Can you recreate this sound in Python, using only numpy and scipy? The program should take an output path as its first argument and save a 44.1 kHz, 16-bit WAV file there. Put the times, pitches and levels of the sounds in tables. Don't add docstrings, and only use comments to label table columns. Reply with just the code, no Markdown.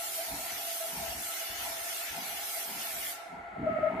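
import sys
import numpy as np
from scipy import signal
from scipy.fft import rfft, irfft
from scipy.io import wavfile
from scipy.ndimage import uniform_filter1d

SR = 44100
rng = np.random.default_rng(int(sys.argv[2]) if len(sys.argv) > 2 else 0)


def transcribe(u):
    v = np.clip(np.atleast_2d(u).T, -1, 1)
    q = np.round(v * 32767).astype(np.int16)
    wavfile.write(sys.argv[1], SR, q)


N = 176400
T = np.arange(N) / SR
HZ = np.fft.rfftfreq(N, 1 / SR)

# time in seconds, relative fizz and jet levels in dB.
NOZZLE_LEVELS = [(0.0, -44.5, -42), (0.17, -39, -44.5), (0.33, -45.5, -47), (0.42, -41, -46),
                 (0.54, -43, -48.5), (0.75, -39.5, -43), (0.94, -43, -49), (1.05, -42.5, -46),
                 (1.17, -45.5, -45.5), (1.24, -42, -44), (1.35, -40.5, -44), (1.55, -46, -50.5),
                 (1.62, -40, -51), (1.74, -45.5, -46.5), (1.9, -41, -44.5), (2.05, -42, -44.5),
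                 (2.07, -44, -52), (2.13, -46, -51), (2.28, -42.5, -48.5), (2.38, -43, -47),
                 (2.58, -39, -44.5), (2.76, -45, -52), (2.8, -42.5, -47), (3.08, -39, -45)]
# time in seconds, relative level in dB.
SPLASH_LEVELS = [(0.0, -50.5), (0.47, -49.5), (0.51, -46), (0.75, -53), (1.11, -47), (1.15, -53),
                 (1.42, -46.5), (1.47, -48.5), (1.55, -45.5), (1.74, -46.5), (1.76, -52.5), (1.89, -46.5),
                 (2.65, -49.5), (2.66, -54), (2.77, -47), (3.08, -49)]
# frequency in Hz, relative density in dB.
FIZZ_SPECTRUM = [(4000, -54.5), (8000, -6.5), (9800, -4.5), (12500, 0), (15000, -4.5)]
JET_SPECTRUM = [(100, -47.5), (1500, -14), (3000, -4.5), (4300, 0), (5300, -5), (6300, -0.5), (8500, -2),
                (10000, 1), (13000, -9.5), (15000, -21)]
SPLASH_SPECTRUM = [(60, -93), (300, -9.5), (550, -29), (1100, -5.5), (1700, 1.5), (2200, 2.5), (3000, 2.5),
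                   (4000, -5), (6000, 1), (15000, -41)]
# frequency in Hz, left minus right in dB.
SPRAY_BALANCE = [(300, 5.5), (1300, 2), (2300, 2.4), (4300, 0), (8000, -0.5), (14000, -3)]

def spray(release_s=3.104, shut_db_per_s=254, wet_db=-5):
    fizz = noise(FIZZ_SPECTRUM, 0.023) * amp(curve(NOZZLE_LEVELS) + 2.5)
    jet = noise(JET_SPECTRUM, 0.023) * amp(curve(NOZZLE_LEVELS, column=2) + 1)
    splash = noise(SPLASH_SPECTRUM, 0.14) * amp(curve(SPLASH_LEVELS) + 2.5)
    hiss = (fizz + jet + splash) * amp(-shut_db_per_s * np.maximum(T - release_s, 0))
    patchy = mottle(hiss + amp(wet_db) * reverberation(hiss)) / np.hypot(1, amp(wet_db))
    side = np.sqrt(spectral_gain(SPRAY_BALANCE))
    return irfft(rfft(patchy) * np.array([side, 1 / side]), N)

def mottle(x, depth_db=5.5):
    spectra = signal.stft(x, nperseg=1024)[2]
    field = rng.standard_normal(spectra.shape[1:])
    for axis in (0, 1):
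        field = uniform_filter1d(field, size=4, axis=axis)
    gain = amp(depth_db * np.minimum(unit(field), 1))
    return signal.istft(spectra * gain, nperseg=1024)[1][:, :N]

def reverberation(x, t60_s=0.66, treble_t60_s=0.1, treble_hz=7760):
    t = T[:SR]
    white = rng.standard_normal((2, SR))
    low = irfft(rfft(white) / (1 + (np.fft.rfftfreq(SR, 1 / SR) / treble_hz) ** 4), SR)
    tail = low * 1000 ** (-t / t60_s) + (white - low) * 1000 ** (-t / treble_t60_s)
    return signal.fftconvolve(np.atleast_2d(x), tail / np.linalg.norm(tail[0]), axes=1)[:, :N]

# time in seconds, relative level in dB, pitch in Hz.
WHINE = [(0, -45, 676.5), (.13, -54.5, 667), (.22, -48.5, 663.7), (.46, -46.5, 676.7), (.62, -49.5, 680),
         (.8, -49.5, 668), (1.1, -45.5, 670), (1.25, -53.5, 671.3), (1.8, -44, 673.3), (2.08, -52.5, 677.4),
         (2.3, -50, 672), (2.58, -48.5, 672.7), (2.7, -54, 681), (2.95, -46.5, 675), (3.25, -49.5, 677.3),
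         (3.45, -47.5, 675), (3.6, -46, 658.5), (3.69, -33.5, 647.4), (3.86, -38, 645), (3.93, -51, 639.3),
         (4, -33, 658)]
# centre in Hz, half width in Hz, base level in dB.
SKIRTS = [(727, 40, -54.5), (814.7, 50, -54)]
# time in seconds, gain in dB.
SKIRT_SWELL = [(0, -0.5), (.5, 0.5), (.8, -3), (1.08, 2.5), (1.3, -2), (2.05, -4), (2.3, 4.5), (2.65, -2),
               (3.2, -2.5), (3.5, 1.5), (4, -3)]
# pitch ratio, relative level in dB, half width in Hz, left minus right in dB.
PARTIALS = [(1.985, 3, 28.9, 1), (2.11, -1.5, 54, 2), (2.96, -6.5, 40, 2)]
# time in seconds, gain in dB.
PARTIAL_LEVELS = [(0, -57), (.7, -58.5), (1.18, -60), (1.3, -51), (1.42, -57.5), (3.2, -58), (3.44, -53.5),
                  (3.52, -54), (3.62, -53), (3.68, -46), (3.8, -47.5), (3.88, -42), (3.92, -54), (4, -48)]
RASP_LEVELS = [(0, -53.5), (3.1, -51), (3.35, -54), (3.58, -53.5), (3.7, -47), (3.87, -45.5), (4, -45.5)]
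# frequency in Hz, relative density in dB.
RASP_SPECTRUM = [(100, -40), (1200, -9.5), (1450, -10.5), (1600, -6.5), (1750, -4.5), (1900, -8), (2170, 2),
                 (2360, -12), (2500, -12.5), (3000, -19.5), (4000, -32), (5600, -40.5), (12500, -42.5),
                 (14500, -62.5)]

def motor(smear_db=-1, smear_hz=28):
    pitch = curve(WHINE, column=2)
    whine = amp(curve(WHINE) + smear_db) * narrowband(pitch, smear_hz, 0.45)
    whine += sum(flare(*row) for row in FLARES)
    skirt = sum(amp(db) * narrowband(hz, width, 0.68) for hz, width, db in SKIRTS)
    partials = sum(amp(db) * pan(side_db) * narrowband(ratio * pitch, width, 0)
                   for ratio, db, width, side_db in PARTIALS)
    rasp = amp(curve(RASP_LEVELS)) * pan(2.3) * noise(RASP_SPECTRUM, 0.089)
    return whine + amp(curve(SKIRT_SWELL)) * skirt + amp(curve(PARTIAL_LEVELS)) * partials + rasp

# peak time and length in seconds, level in dB, left minus right in dB.
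FLARES = [(0.193, 0.026, -37.5, 0), (0.215, 0.024, -43.5, -6), (0.32, 0.012, -44, -5),
          (0.408, 0.024, -39, -1), (0.688, 0.03, -43, -1), (0.721, 0.024, -44, -5), (0.817, 0.029, -37, -1),
          (0.85, 0.027, -38.5, 1), (0.88, .02, -42.5, 4), (1.045, 0.061, -43, 10), (1.087, 0.029, -42, 11),
          (1.42, 0.031, -44, -10), (2.002, 0.057, -48.5, -1), (2.172, 0.058, -45, 7),
          (2.576, 0.021, -44.5, 11), (3.569, 0.016, -38.5, 4.5), (3.645, 0.028, -36.5, 1.5),
          (3.673, 0.021, -26.5, 6.5), (3.695, 0.014, -30.5, 13), (3.716, 0.021, -35, -3),
          (3.77, 0.019, -26.5, -5), (3.789, 0.0064, -28, -1), (3.813, .012, -35, -2),
          (3.841, 0.023, -23, 6.5), (3.859, 0.011, -28.5, 10), (3.875, 0.017, -25.5, 7),
          (3.906, 0.011, -31, 7), (3.928, .015, -37.5, 11), (3.971, 0.019, -40, 11)]

def flare(peak_s, length_s, db, side_db, ref_hz=661.3, ref_db=-40, sag_hz_per_db=2.0):
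    hz = (ref_hz - sag_hz_per_db * (db - ref_db)) * (1 + 0.004 * rng.standard_normal())
    phase = 2 * np.pi * (hz * T + rng.random()) + 0.44 * rng.standard_normal((2, 1))
    envelope = np.exp(-abs(2 * (T - peak_s) / length_s) ** 3)
    return pan(side_db) * amp(db) * envelope * np.sqrt(2) * np.sin(phase)

# time in seconds, level in dB.
HOWL_LEVELS = [(3.64, -93), (3.68, -47), (3.82, -46), (3.88, -54), (3.92, -55), (4, -54)]

def howl(octave_hz=1275, waver=0.012):
    return amp(curve(HOWL_LEVELS)) * pan(9.8) * tone(octave_hz * (1 + waver * drift(25)))

# peak time and length in seconds, knock and whirr levels in dB.
STROKES = [(0.327, 0.14, -62, -47.5), (0.969, .13, -50, -45), (1.656, .11, -60.5, -45.5),
           (2.181, 0.086, -50.5, -46), (2.716, 0.095, -53, -47.5), (3.343, 0.077, -49.5, -49),
           (3.941, 0.12, -43.5, -42.5)]
# frequency in Hz, relative density in dB.
KNOCK_SPECTRUM = [(30, -28), (85, -19), (130, -10.5), (170, -2), (220, -2), (270, -1), (320, -13.5),
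                  (420, -5.5), (520, -19.5), (700, -24.5), (3000, -54), (15000, -89)]

def piston_strokes(whirr_hz=855.5, width_hz=165, glide_hz_per_s=300):
    out = np.zeros((2, N))
    knock = noise(KNOCK_SPECTRUM, 0.93)
    for peak_s, length_s, knock_db, whirr_db in STROKES:
        hz = whirr_hz + glide_hz_per_s * np.clip(T - peak_s, -length_s, length_s)
        whirr = narrowband(hz, width_hz, 0.48)
        out += swell(peak_s, length_s) * (amp(knock_db) * knock + amp(whirr_db) * whirr)
    return out

# peak time and length in seconds, boom and rumble gains in dB.
BUMPS = [(0.102, 0.12, -77, -70), (0.686, .12, -75, -78), (0.333, 0.066, -53, -47),
         (0.534, 0.056, -71, -60.5), (1.0, 0.07, -50, -66), (1.115, 0.07, -52, -64),
         (1.184, 0.065, -70, -54), (1.512, 0.036, -54, -59), (1.652, 0.2, -60.5, -67),
         (2.12, 0.033, -57, -62), (2.349, 0.09, -62.5, -65), (2.781, 0.044, -73, -54.5),
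         (2.971, 0.12, -62, -58.5), (3.429, 0.15, -60.5, -72.5), (3.54, 0.041, -63.5, -55),
         (3.608, 0.061, -68.5, -39), (3.638, 0.035, -53.5, -38.5), (3.705, 0.038, -64.5, -39.5),
         (3.819, 0.078, -67.5, -43), (3.99, 0.13, -58.5, -43.5)]
# frequency in Hz, relative density in dB.
BOOM_SPECTRUM = [(20, -16), (38, -16), (54, -9), (72, 2.5), (120, -9), (200, -21), (600, -46), (3000, -68),
                 (15000, -100)]
RUMBLE_SPECTRUM = [(30, -40.5), (85, -4), (125, -1), (148, -3), (175, -2.5), (222, 2.5), (262, 0.5),
                   (305, 1), (400, -9), (470, -9.5), (560, -43.5), (750, -19.5), (3000, -67),
                   (15000, -96.5)]

def handling_bumps(ring_hz=55, ring_db=-4, blur_db=-3):
    ring = tone(ring_hz * (1 + 0.045 * drift(14)))
    boom = amp(ring_db) * ring + amp(blur_db) * noise(BOOM_SPECTRUM, 0.92)
    rumble = noise(RUMBLE_SPECTRUM, 0.94)
    return sum(swell(peak_s, length_s) * (amp(boom_db) * boom + amp(rumble_db) * rumble)
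               for peak_s, length_s, boom_db, rumble_db in BUMPS)

# frequency in Hz, relative density in dB.
AIR_SPECTRUM = [(20, -23), (55, -1), (90, -2.5), (170, -10.5), (310, 7.5), (550, 8), (1100, 4.5),
                (2200, -15.5), (3000, -9), (4500, -14), (5500, -28), (7000, -20), (12500, -36.5),
                (14000, -50.5)]

def room_air(level_db=-56.5):
    return amp(level_db) * noise(AIR_SPECTRUM, 0.83)

def amp(db):
    return 10 ** (np.asarray(db) / 20)

def unit(x):
    return x / np.sqrt(np.mean(abs(x) ** 2) + 1e-20)

def curve(rows, column=1):
    rows = np.array(rows)
    return np.interp(T, rows[:, 0], rows[:, column])

def spectral_gain(points):
    hz, db = np.transpose(points)
    return amp(np.interp(np.log(HZ + 1), np.log(hz), db))

def pair(z, correlation):
    return np.array([z[0], correlation * z[0] + np.sqrt(1 - correlation ** 2) * z[1]])

def noise(spectrum, correlation):
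    white = pair(rng.standard_normal((2, N)), correlation)
    return unit(irfft(rfft(white) * spectral_gain(spectrum), N))

def drift(rate_hz):
    return unit(irfft(rfft(rng.standard_normal(N)) / (1 + (HZ / rate_hz) ** 4), N))

def tone(hz):
    return np.sqrt(2) * np.sin(2 * np.pi * np.cumsum(hz) / SR)

def narrowband(hz, width_hz, correlation):
    modulation = np.array([drift(width_hz) + 1j * drift(width_hz) for _ in range(2)])
    carrier = np.exp(2j * np.pi * np.cumsum(hz * np.ones(N)) / SR)
    return (pair(modulation, correlation) * carrier).real

def pan(db):
    return amp(np.array([[db], [-db]]) / 2)

def swell(peak_s, length_s, rise_share=0.49, fall_db=10):
    age = (T - peak_s) / length_s
    return np.exp(-(np.minimum(age, 0) / rise_share) ** 2) * amp(-fall_db * np.maximum(age, 0))

def scene():
    return spray() + motor() + howl() + piston_strokes() + handling_bumps() + room_air()

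def record(dry, cutoff_hz=15050):
    lowpass = signal.firwin(701, cutoff_hz, window=("kaiser", 9), fs=SR)
    return signal.oaconvolve(dry, lowpass[None], "same")

dry = scene()
out = record(dry)
transcribe(out)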